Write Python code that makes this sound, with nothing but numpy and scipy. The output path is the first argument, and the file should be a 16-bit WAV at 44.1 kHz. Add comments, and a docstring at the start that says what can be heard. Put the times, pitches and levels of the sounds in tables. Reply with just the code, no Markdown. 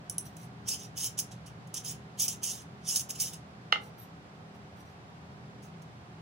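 """A scribe point is drawn along a steel blade in short strokes: random slips, shaped by pressure, ring the steel.
Brief noise skids and decaying sines make its ticks; light slips make fingers rustle, a swept sine squeaks.
The gauge that holds the scribe is put down on the bench: filtered pushes with a rattle drive bench modes.
A fan hums behind it all: coloured stereo noise with room modes and wavering motor tones."""
import sys
import numpy as np
from scipy import signal
from scipy.fft import rfft, irfft
from scipy.io import wavfile
from scipy.ndimage import uniform_filter1d

SR = 44100
rng = np.random.default_rng(int(sys.argv[2]) if len(sys.argv) > 2 else 0)


def transcribe(signal):
    """Save signal, clipped to [-1, 1], as a 16-bit WAV file at the path in sys.argv[1]."""
    frames = np.atleast_2d(signal).T
    limited = np.clip(frames, -1, 1)
    pcm = np.round(limited * 32767).astype(np.int16)
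    wavfile.write(sys.argv[1], SR, pcm)


N = 273861
TIME = np.arange(N) / SR  # s
FFT_HZ = np.fft.rfftfreq(N, 1 / SR)


def gain_of(db):
    """Decibels to amplitude."""
    return 10 ** (np.asarray(db) / 20)


def evened(x):
    """Scales to rms 1."""
    return x / np.sqrt(np.mean(x ** 2) + 1e-20)


def read(points, hz):
    """Interpolates a table on a log-frequency axis."""
    f, value = np.transpose(points)
    return np.interp(np.log(hz + 1), np.log(abs(f) + 1), value)


def add(mix, start_s, sound):
    """Mixes a sound in at a time, in place."""
    part = mix[round(start_s * SR):][:len(sound)]
    part += sound[:len(part)]


def wander(hz):
    """Random motion of rms 1, mostly slower than hz."""
    lowpass = 1 / (1 + (FFT_HZ / hz) ** 4)
    return evened(irfft(rfft(rng.standard_normal(N)) * lowpass, N))


def treble(x, hz):
    """The part of a sound above hz."""
    highpass = 1 - 1 / (1 + (FFT_HZ / hz) ** 12)
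    return irfft(rfft(x) * highpass, N)


def body(drive, colour, modes, size=16384):
    """An object answers each push with a short causal click and its dying modes."""
    hz = abs(np.fft.fftfreq(size, 1 / SR))
    t = np.arange(size) / SR
    # minimum phase: the log spectrum and its Hilbert transform give a causal click
    click = np.exp(np.conj(signal.hilbert(np.log(gain_of(read(colour, hz))))))
    ring = np.zeros(size)
    for f, db, t60_s in modes:
        peak_scale = 2 * np.log(1000) / (t60_s * SR)  # makes db the resonance gain
        ring += gain_of(db - 60 * t / t60_s) * np.cos(2 * np.pi * f * t) * peak_scale
    answer = np.fft.ifft(click * (1 + np.fft.fft(ring))).real
    return signal.oaconvolve(drive, answer / np.linalg.norm(answer))[:N]


# Workshop decay. Each row: frequency in Hz, t60 in s.
ROOM_DECAY = [(300, 0.75), (1500, 0.24), (3000, 0.19), (6000, 0.19), (10000, 0.1807), (16000, 0.1)]


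def room(spacing=8):
    """Sparse reflections off bench clutter and walls, one per spacing samples; treble dies first."""
    at = np.arange(100, SR // 2, spacing)
    places = at + rng.integers(0, spacing, (2, len(at)))
    taps = np.zeros((2, SR // 2 + spacing))
    np.put_along_axis(taps, places, rng.choice([-1., 1.], (2, len(at))), 1)
    hz, t, bands = signal.stft(taps, SR, nperseg=256)
    decay = gain_of(-60 * t / read(ROOM_DECAY, hz)[:, None])
    tail = signal.istft(bands * decay, SR, nperseg=256)[1]
    return tail / np.linalg.norm(tail[0])


def place(x, phase, lean, wet_db):
    """The direct sound reaches the two ports out of step and unequally loud; the room follows."""
    half = gain_of(read(lean, FFT_HZ) / 2)
    left_right = np.array([half * np.exp(1j * read(phase, FFT_HZ)), 1 / half])
    direct = irfft(rfft(x) * left_right, N)
    reflected = signal.fftconvolve(np.atleast_2d(x), room(), axes=1)[:, :N]
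    return direct + gain_of(wet_db) * reflected


def friction(slips_per_s, spread_db, chatter_hz, chatter_db):
    """Tiny slips of uneven size; the chatter of the contact swells and thins them."""
    size = gain_of(spread_db * np.minimum(rng.exponential(1, N), 4)) * rng.choice([-1., 1.], N)
    slips = size * (rng.random(N) < slips_per_s / SR)
    return evened(slips * gain_of(chatter_db * wander(chatter_hz)))


RUN_IN_DB, RELEASE_DB_PER_S = 46.5, 699.5


def rub(start_s, run_in_s, hold_s, db, change_db=0):
    """Amplitude of one rubbing gesture: it swells, holds while the pressure drifts, and lifts off."""
    t = TIME - start_s
    swell = RUN_IN_DB * np.minimum(t / max(run_in_s, .002), 0)
    held = change_db * np.clip(t / max(hold_s, .002), 0, 1)
    lift = RELEASE_DB_PER_S * np.maximum(t - hold_s, 0)
    return gain_of(np.maximum(db + swell + held - lift, -200))


def travel(x, shared_db, apart_db, apart_radians, frames=9):
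    """As if passing nodes of the blade, bands swell and fade at random, a little differently at each port."""
    bands = signal.stft(x, nperseg=512, noverlap=384)[2]
    noise = rng.standard_normal((5,) + bands.shape)
    smooth_hz = uniform_filter1d(noise, size=3, axis=1)
    patches = evened(uniform_filter1d(smooth_hz, size=frames, axis=2))
    level = gain_of(shared_db * patches[0] + apart_db * patches[1:3])
    turn = np.exp(1j * apart_radians * patches[3:])
    return signal.istft(bands * level * turn, nperseg=512, noverlap=384)[1][:, :N]


# Fan air noise. Each row: frequency in Hz, relative density in dB per Hz.
AIR_COLOUR = [(20, -47), (48, -29.5), (75, -12), (170, -9.5), (230, -15), (340, -17.5), (800, -17),
              (1300, -19.5), (2500, -27.3), (5000, -34), (8000, -43.5), (12000, -55), (16000, -62)]
# Room modes under the fan. Each row: frequency in Hz, width in Hz, boost in dB.
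ROOM_BOOM = [(83, 18, 4), (120.8, 21, 10.5), (163.1, 20.7, 11.5), (282, 23, 6.5), (367, 12, 5.5),
             (741, 48, 6)]
# Left-right likeness of the air noise. Each row: frequency in Hz, coherence from -1 to 1.
AIR_COHERENCE = [(60, 1), (130, 0.96), (290, 0.87), (640, 0.43), (1410, -0.42), (3100, -0.086),
                 (6820, -0.37), (15000, 0.97)]
# Slow swell of the rumble. Each row: time in s, gain in dB.
RUMBLE_SWELL = [(0, 0.5), (1.2, 1), (2.4, 1), (3.4, 0), (4.4, -1.5), (5.4, 0.5), (6.2, -0.5)]
# Motor tones. Each row: frequency in Hz before drift, rms level in dB before waver.
MOTOR_TONES = [(201.7, -59.5), (240, -68.5), (403.6, -67.5)]
AIR_DB = -49


def fan(waver_db=2.5, drift_hz=0.84):
    """Air noise booms in the room's low modes under the motor's wavering tones."""
    first, second = rfft(rng.standard_normal((2, N)))
    same = np.clip(read(AIR_COHERENCE, FFT_HZ), -1, 1)
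    colour = read(AIR_COLOUR, FFT_HZ)
    for f, width_hz, db in ROOM_BOOM:
        colour = colour + db / (1 + (2 * (FFT_HZ - f) / width_hz) ** 2)
    # (Hz, dB taken from the left and given to the right)
    lean = read([(300, 0), (800, 0.75), (1300, 1.17), (4000, 0.34)], FFT_HZ)
    left_right = np.array([first, same * first + np.sqrt(1 - same ** 2) * second])
    air = evened(irfft(left_right * gain_of([colour - lean, colour + lean]), N))
    rumble = air - treble(air, hz=259)
    swell = gain_of(np.interp(TIME, *np.transpose(RUMBLE_SWELL)))

    drift, waver = drift_hz * wander(2.91), waver_db * wander(3.1)
    tones = np.zeros(N)
    for f, db in MOTOR_TONES:
        turns = np.cumsum(f + drift) / SR
        tones += np.sqrt(2) * gain_of(db + waver) * np.sin(2 * np.pi * turns)
    return gain_of(AIR_DB) * (air + (swell - 1) * rumble) + tones


# The gauge lands and rocks once. Each row: start in s, relative level in dB, contact time in s.
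BENCH_KNOCKS = [(3.7215, -13.5, 0.000092), (3.7236, -1.5, 0.00015), (3.7563, -6, 0.00068)]
# Colour of a blow on the bench. Each row: frequency in Hz, relative density in dB per Hz.
THUD_COLOUR = [(100, -44), (450, -15), (650, -14), (850, -16), (1080, -22), (1300, -4), (1720, -13),
               (2100, -5.5), (2450, -10.5), (2900, -4), (3500, -8.5), (4400, -13), (5500, -15.5),
               (6900, -25.5), (8000, -30)]
# Modes of gauge and bench top. Each row: frequency in Hz, level over the thud in dB, t60 in s.
BENCH_MODES = [(843, 9, 0.025), (1180, 5.5, 0.038), (1410, -4, 0.11), (1700, -4, 0.041), (2075, 16, 0.11),
               (2156, 11.5, 0.06), (2790, 7.5, 0.019), (2920, 4, 0.013), (3620, 3, .05), (4220, 11, 0.069),
               (6745, 11, 0.074)]


def knock(level_db=9, rattle_db=-30, rattle_t60_s=0.053, lag_s=.0022):
    """The gauge meets the bench: a push, softer on the rebound, and a brief rattle."""
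    t, drive = np.arange(SR // 10) / SR, np.zeros(N)
    for start_s, db, contact_s in BENCH_KNOCKS:
        rattle = gain_of(rattle_db - 60 * t / rattle_t60_s) * rng.standard_normal(len(t))
        force = rattle + (t == 0)
        give = np.exp(-2 * np.pi / (contact_s * SR))  # longer contact, duller push
        push = signal.lfilter([(1 - give) ** 2], [1, -2 * give, give ** 2], force)
        add(drive, start_s, gain_of(db + level_db) * push)
    # bending waves in the bench top carry treble faster than bass; lag_s is their delay at 2 kHz
    phase = 4 * np.pi * lag_s * np.sqrt(2000 * FFT_HZ)
    return body(irfft(rfft(drive) * np.exp(-1j * phase), N), THUD_COLOUR, BENCH_MODES)


# Steel under the fingers. Each row: grip in s, run-in in s, hold in s, relative level in dB.
FINGER_SLIDES = [(0.255, .025, 0.015, -51), (0.4, 0.18, 0.052, -57.5), (3.815, 0.059, 0.06, -62),
                 (3.985, .035, .052, -60.5), (4.547, .03, .015, -70), (4.77, 0.046, 0.025, -67),
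                 (4.804, .004, .006, -61), (4.854, .03, 0.067, -73)]


def fingers(level_db=-2):
    """Light sliding gives a thin, high rustle in which the loosely held blade sings faintly."""
    slips = friction(slips_per_s=6000, spread_db=2, chatter_hz=70, chatter_db=1.5)
    drive = slips * sum(rub(*row) for row in FINGER_SLIDES)
    # (Hz, relative dB per Hz)
    rustle = [(1500, -6), (4000, -4.5), (9000, -2.5), (12500, -4.5), (15200, 3), (16000, -18)]
    # (Hz, dB over the rustle, t60 s)
    loose = [(3950, 14, 0.071), (5830, 15.0, 0.04), (10250, 8.4, 0.08), (15000, 8, 0.031)]
    return gain_of(level_db) * body(drive, rustle, loose)


SQUEAK_AT_S, SQUEAK_S, SQUEAK_HZ, SQUEAK_ARCH_HZ = 3.98, .066, 12150, 1100
SQUEAK_DB = -51


def squeak(rough_hz=260, flutter_db=4):
    """Skin sticks and slips very fast as the fingers take hold: one thin, rough arch of pitch."""
    arch = np.sin(np.pi * np.clip((TIME - SQUEAK_AT_S) / SQUEAK_S, 0, 1))
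    turns = np.cumsum(SQUEAK_HZ + SQUEAK_ARCH_HZ * arch + rough_hz * wander(830)) / SR
    grip = evened(gain_of(flutter_db * wander(120)))
    return gain_of(SQUEAK_DB) * np.minimum(2 * arch, 1) * grip * np.sin(2 * np.pi * turns)


# Point lands or jumps a burr, or a nail catches it. Each row: start in s, relative level in dB, contact time in s.
STEEL_TICKS = [(0.097, -30, 0.0013), (0.1818, -29.5, 0.00094), (0.3673, -45, 0.0016),
               (0.6835, -28.5, 0.0043), (1.042, -29.5, .0027), (1.188, -23, 0.003), (1.197, -28, 0.0024),
               (1.673, -55.5, 0.002), (1.74, -32, 0.0036), (2.2799, -25.5, 0.0028), (2.4375, -28.5, 0.003),
               (2.9585, -20.5, 0.0021), (2.9935, -28, 0.0024), (3.006, -32, 0.0033), (3.102, -29, .003),
               (3.1556, -42, .0028), (3.199, -26.5, 0.0028), (3.218, -28, 0.0015), (3.335, -49, .0025),
               (4.7974, -75, 0.0014), (5.0994, -75, 0.0014), (5.62, -57, 0.015), (5.818, -57, .004)]
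# Clear tones of the tapped blade. Each row: frequency in Hz, relative level in dB, t60 in s.
BLADE_PING = [(5780, -24.5, 0.13), (8300, -10, 0.025), (10500, 5.5, .013), (10930, -19.5, .11),
              (14950, -27, .1)]
# Colour of the point on steel, also for the scribe. Each row: frequency in Hz, relative density in dB per Hz.
SCRATCH_COLOUR = [(900, -31.5), (2000, -26.5), (2900, -10.5), (4100, -15.5), (5300, -3), (6500, 1),
                  (7900, -8.5), (9100, -4), (11000, -5), (13000, -14), (14300, -8.5), (14800, -4.5),
                  (15500, -3.5), (16000, -2.5)]
# Modes of blade and gauge, also for the scribe. Each row: frequency in Hz, level over the scratch in dB, t60 in s.
STEEL_MODES = [(3077, 2.5, 0.049), (3780, -1.5, 0.019), (4600, -11.5, 0.11), (5260, 3.5, 0.02),
               (5850, 1.5, 0.066), (5530, -9, 0.23), (6340, 3, 0.072), (6140, -5, 0.19), (6760, -4, 0.076),
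               (7056, -8.5, 0.36), (7450, 9, 0.033), (9040, -16, 0.051), (10550, -3, 0.037),
               (10540, -18, 0.0396), (15600, -6, .04)]
CLEAN_CONTACT_S, MUTE_DB_PER_DOUBLING = 0.0018, 11


def ticks(ping_db=-1, shrill_db=-2):
    """Each landing is a skid that swells and dies; the briefer it is, the clearer the blade rings."""
    t = np.arange(SR // 10) / SR
    skids, pings = np.zeros((2, N))
    ping = np.zeros(len(t))
    for hz, db, t60_s in BLADE_PING:
        ping += np.sin(2 * np.pi * hz * t) * gain_of(db - 60 * t / t60_s)
    ping *= 1 - np.exp(-t / .0004)  # soft onset
    for start_s, db, contact_s in STEEL_TICKS:
        u = t / contact_s
        add(skids, start_s, gain_of(db) * rng.standard_normal(len(t)) * u * np.exp(1 - u))
        mute_db = MUTE_DB_PER_DOUBLING * np.log2(contact_s / CLEAN_CONTACT_S)
        add(pings, start_s, gain_of(db + ping_db - mute_db) * ping)
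    drive = skids + gain_of(shrill_db) * treble(skids, hz=14400)
    return body(drive, SCRATCH_COLOUR, STEEL_MODES) + pings


# Each row: bite in s, run-in in s, hold in s, relative level in dB, change over the hold in dB,
# brightness above 12 kHz in dB before flicker.
SCRIBE_STROKES = [ (0.684, 0.038, 0.059, -32.5, -2, -6), (0.797, 0.045, 0.054, -48, -2, -6),
                  (0.975, 0.03, 0.091, -37, 5, 0.5), (1.18, 0.012, 0.02, -34.5, -7, -4),
                  (1.317, 0.025, .007, -46.5, -3, -8), (1.465, 0.015, 0.0073, -48.5, -1.5, -5),
                  (1.753, 0.026, 0.022, -40, 7, -5), (1.848, 0.021, 0.068, -38.5, -1, -0.5),
                  (2.198, 0.032, 0.067, -27.5, -9.5, 5.5), (2.29, .02, 0.041, -36, -6.5, 3),
                  (2.435, 0.028, 0.08, -33, -2, -0.5), (2.535, 0.028, 0.085, -46.5, -7.5, -3),
                  (2.886, 0.068, 0.097, -30, -7, -0.5), (2.96, 0.0091, .014, -30, -3, 12),
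                  (3.095, 0.013, 0.01, -38, -13, 6), (3.146, 0.033, .045, -49.5, -1, -9),
                  (3.204, 0.028, 0.084, -30.5, -10.5, 1), (3.335, 0.031, 0.014, -42.5, -4, -7), ]
TREMOR_HZ, TREMOR_DB = 45, -0.12  # unsteady hand pressure
FLICKER_HZ, FLICKER_DB = 70, 5  # the top of the hiss flickers


def scribe(dull_share=0.41, firm_db=-29.5, lightest_db=-60):
    """The point sticks and slips on the steel: a light touch sounds hollow, a hard bite bright."""
    levels = [rub(*row[:5]) for row in SCRIBE_STROKES]
    pressure = sum(levels)
    # each stroke's brightness counts by its share of the pressure
    bright_db = sum(level * row[5] for level, row in zip(levels, SCRIBE_STROKES)) / pressure
    slips = friction(slips_per_s=5000, spread_db=1.0, chatter_hz=139.8, chatter_db=0.6)
    drive = slips * pressure * gain_of(TREMOR_DB * wander(TREMOR_HZ))
    upper, top = treble(drive, hz=4500), treble(drive, hz=12000)
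    lower, middle = drive - upper, upper - top
    pressure_db = np.maximum(20 * np.log10(pressure), lightest_db)
    hollow = gain_of(dull_share * (firm_db - pressure_db))
    sharp = gain_of(bright_db + FLICKER_DB * wander(FLICKER_HZ))
    return body(hollow * lower + middle + sharp * top, SCRATCH_COLOUR, STEEL_MODES)


# Lead of the left port, blade and bench. Each row: frequency in Hz, phase in radians.
BLADE_LEAD = [(500, 0), (3000, -.5), (5000, -1.3), (5700, -6.3), (6900, -6.7), (7600, -11.4), (9500, -11.4),
              (11500, -10.8), (16000, -9.7)]
BENCH_LEAD = [(50, 0), (860, -.1), (1300, -1.5), (1720, -4.8), (2200, -6.3), (2930, -7.2), (4570, -12.8),
              (7500, -22)]
# Left minus right level, blade and bench. Each row: frequency in Hz, difference in dB.
BLADE_BALANCE = [(3000, -1.5), (4500, -2), (5500, -4.5), (7300, -4.5), (9000, 0.5), (10500, -1.5),
                 (13000, -3), (15000, -0.5)]
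BENCH_BALANCE = [(700, 4), (1300, -23.5), (2200, -1), (4400, -4.5), (8000, 5)]


def scene():
    """Blade and bench in front of the microphone, the fan all around."""
    rubbing = travel(scribe() + fingers(), shared_db=3.2, apart_db=2, apart_radians=.3)
    blade = place(rubbing + ticks() + squeak(), BLADE_LEAD, BLADE_BALANCE, wet_db=-7)
    bench = place(knock(), BENCH_LEAD, BENCH_BALANCE, wet_db=-7)
    return blade + bench + fan()


EDGE_HZ = 15900


def record(dry):
    """The recorder's band limit: a linear-phase lowpass."""
    lowpass = signal.firwin(361, EDGE_HZ, window=("kaiser", 8), fs=SR)
    return signal.oaconvolve(dry, lowpass[None], "same")


dry = scene()
out = record(dry)
transcribe(out)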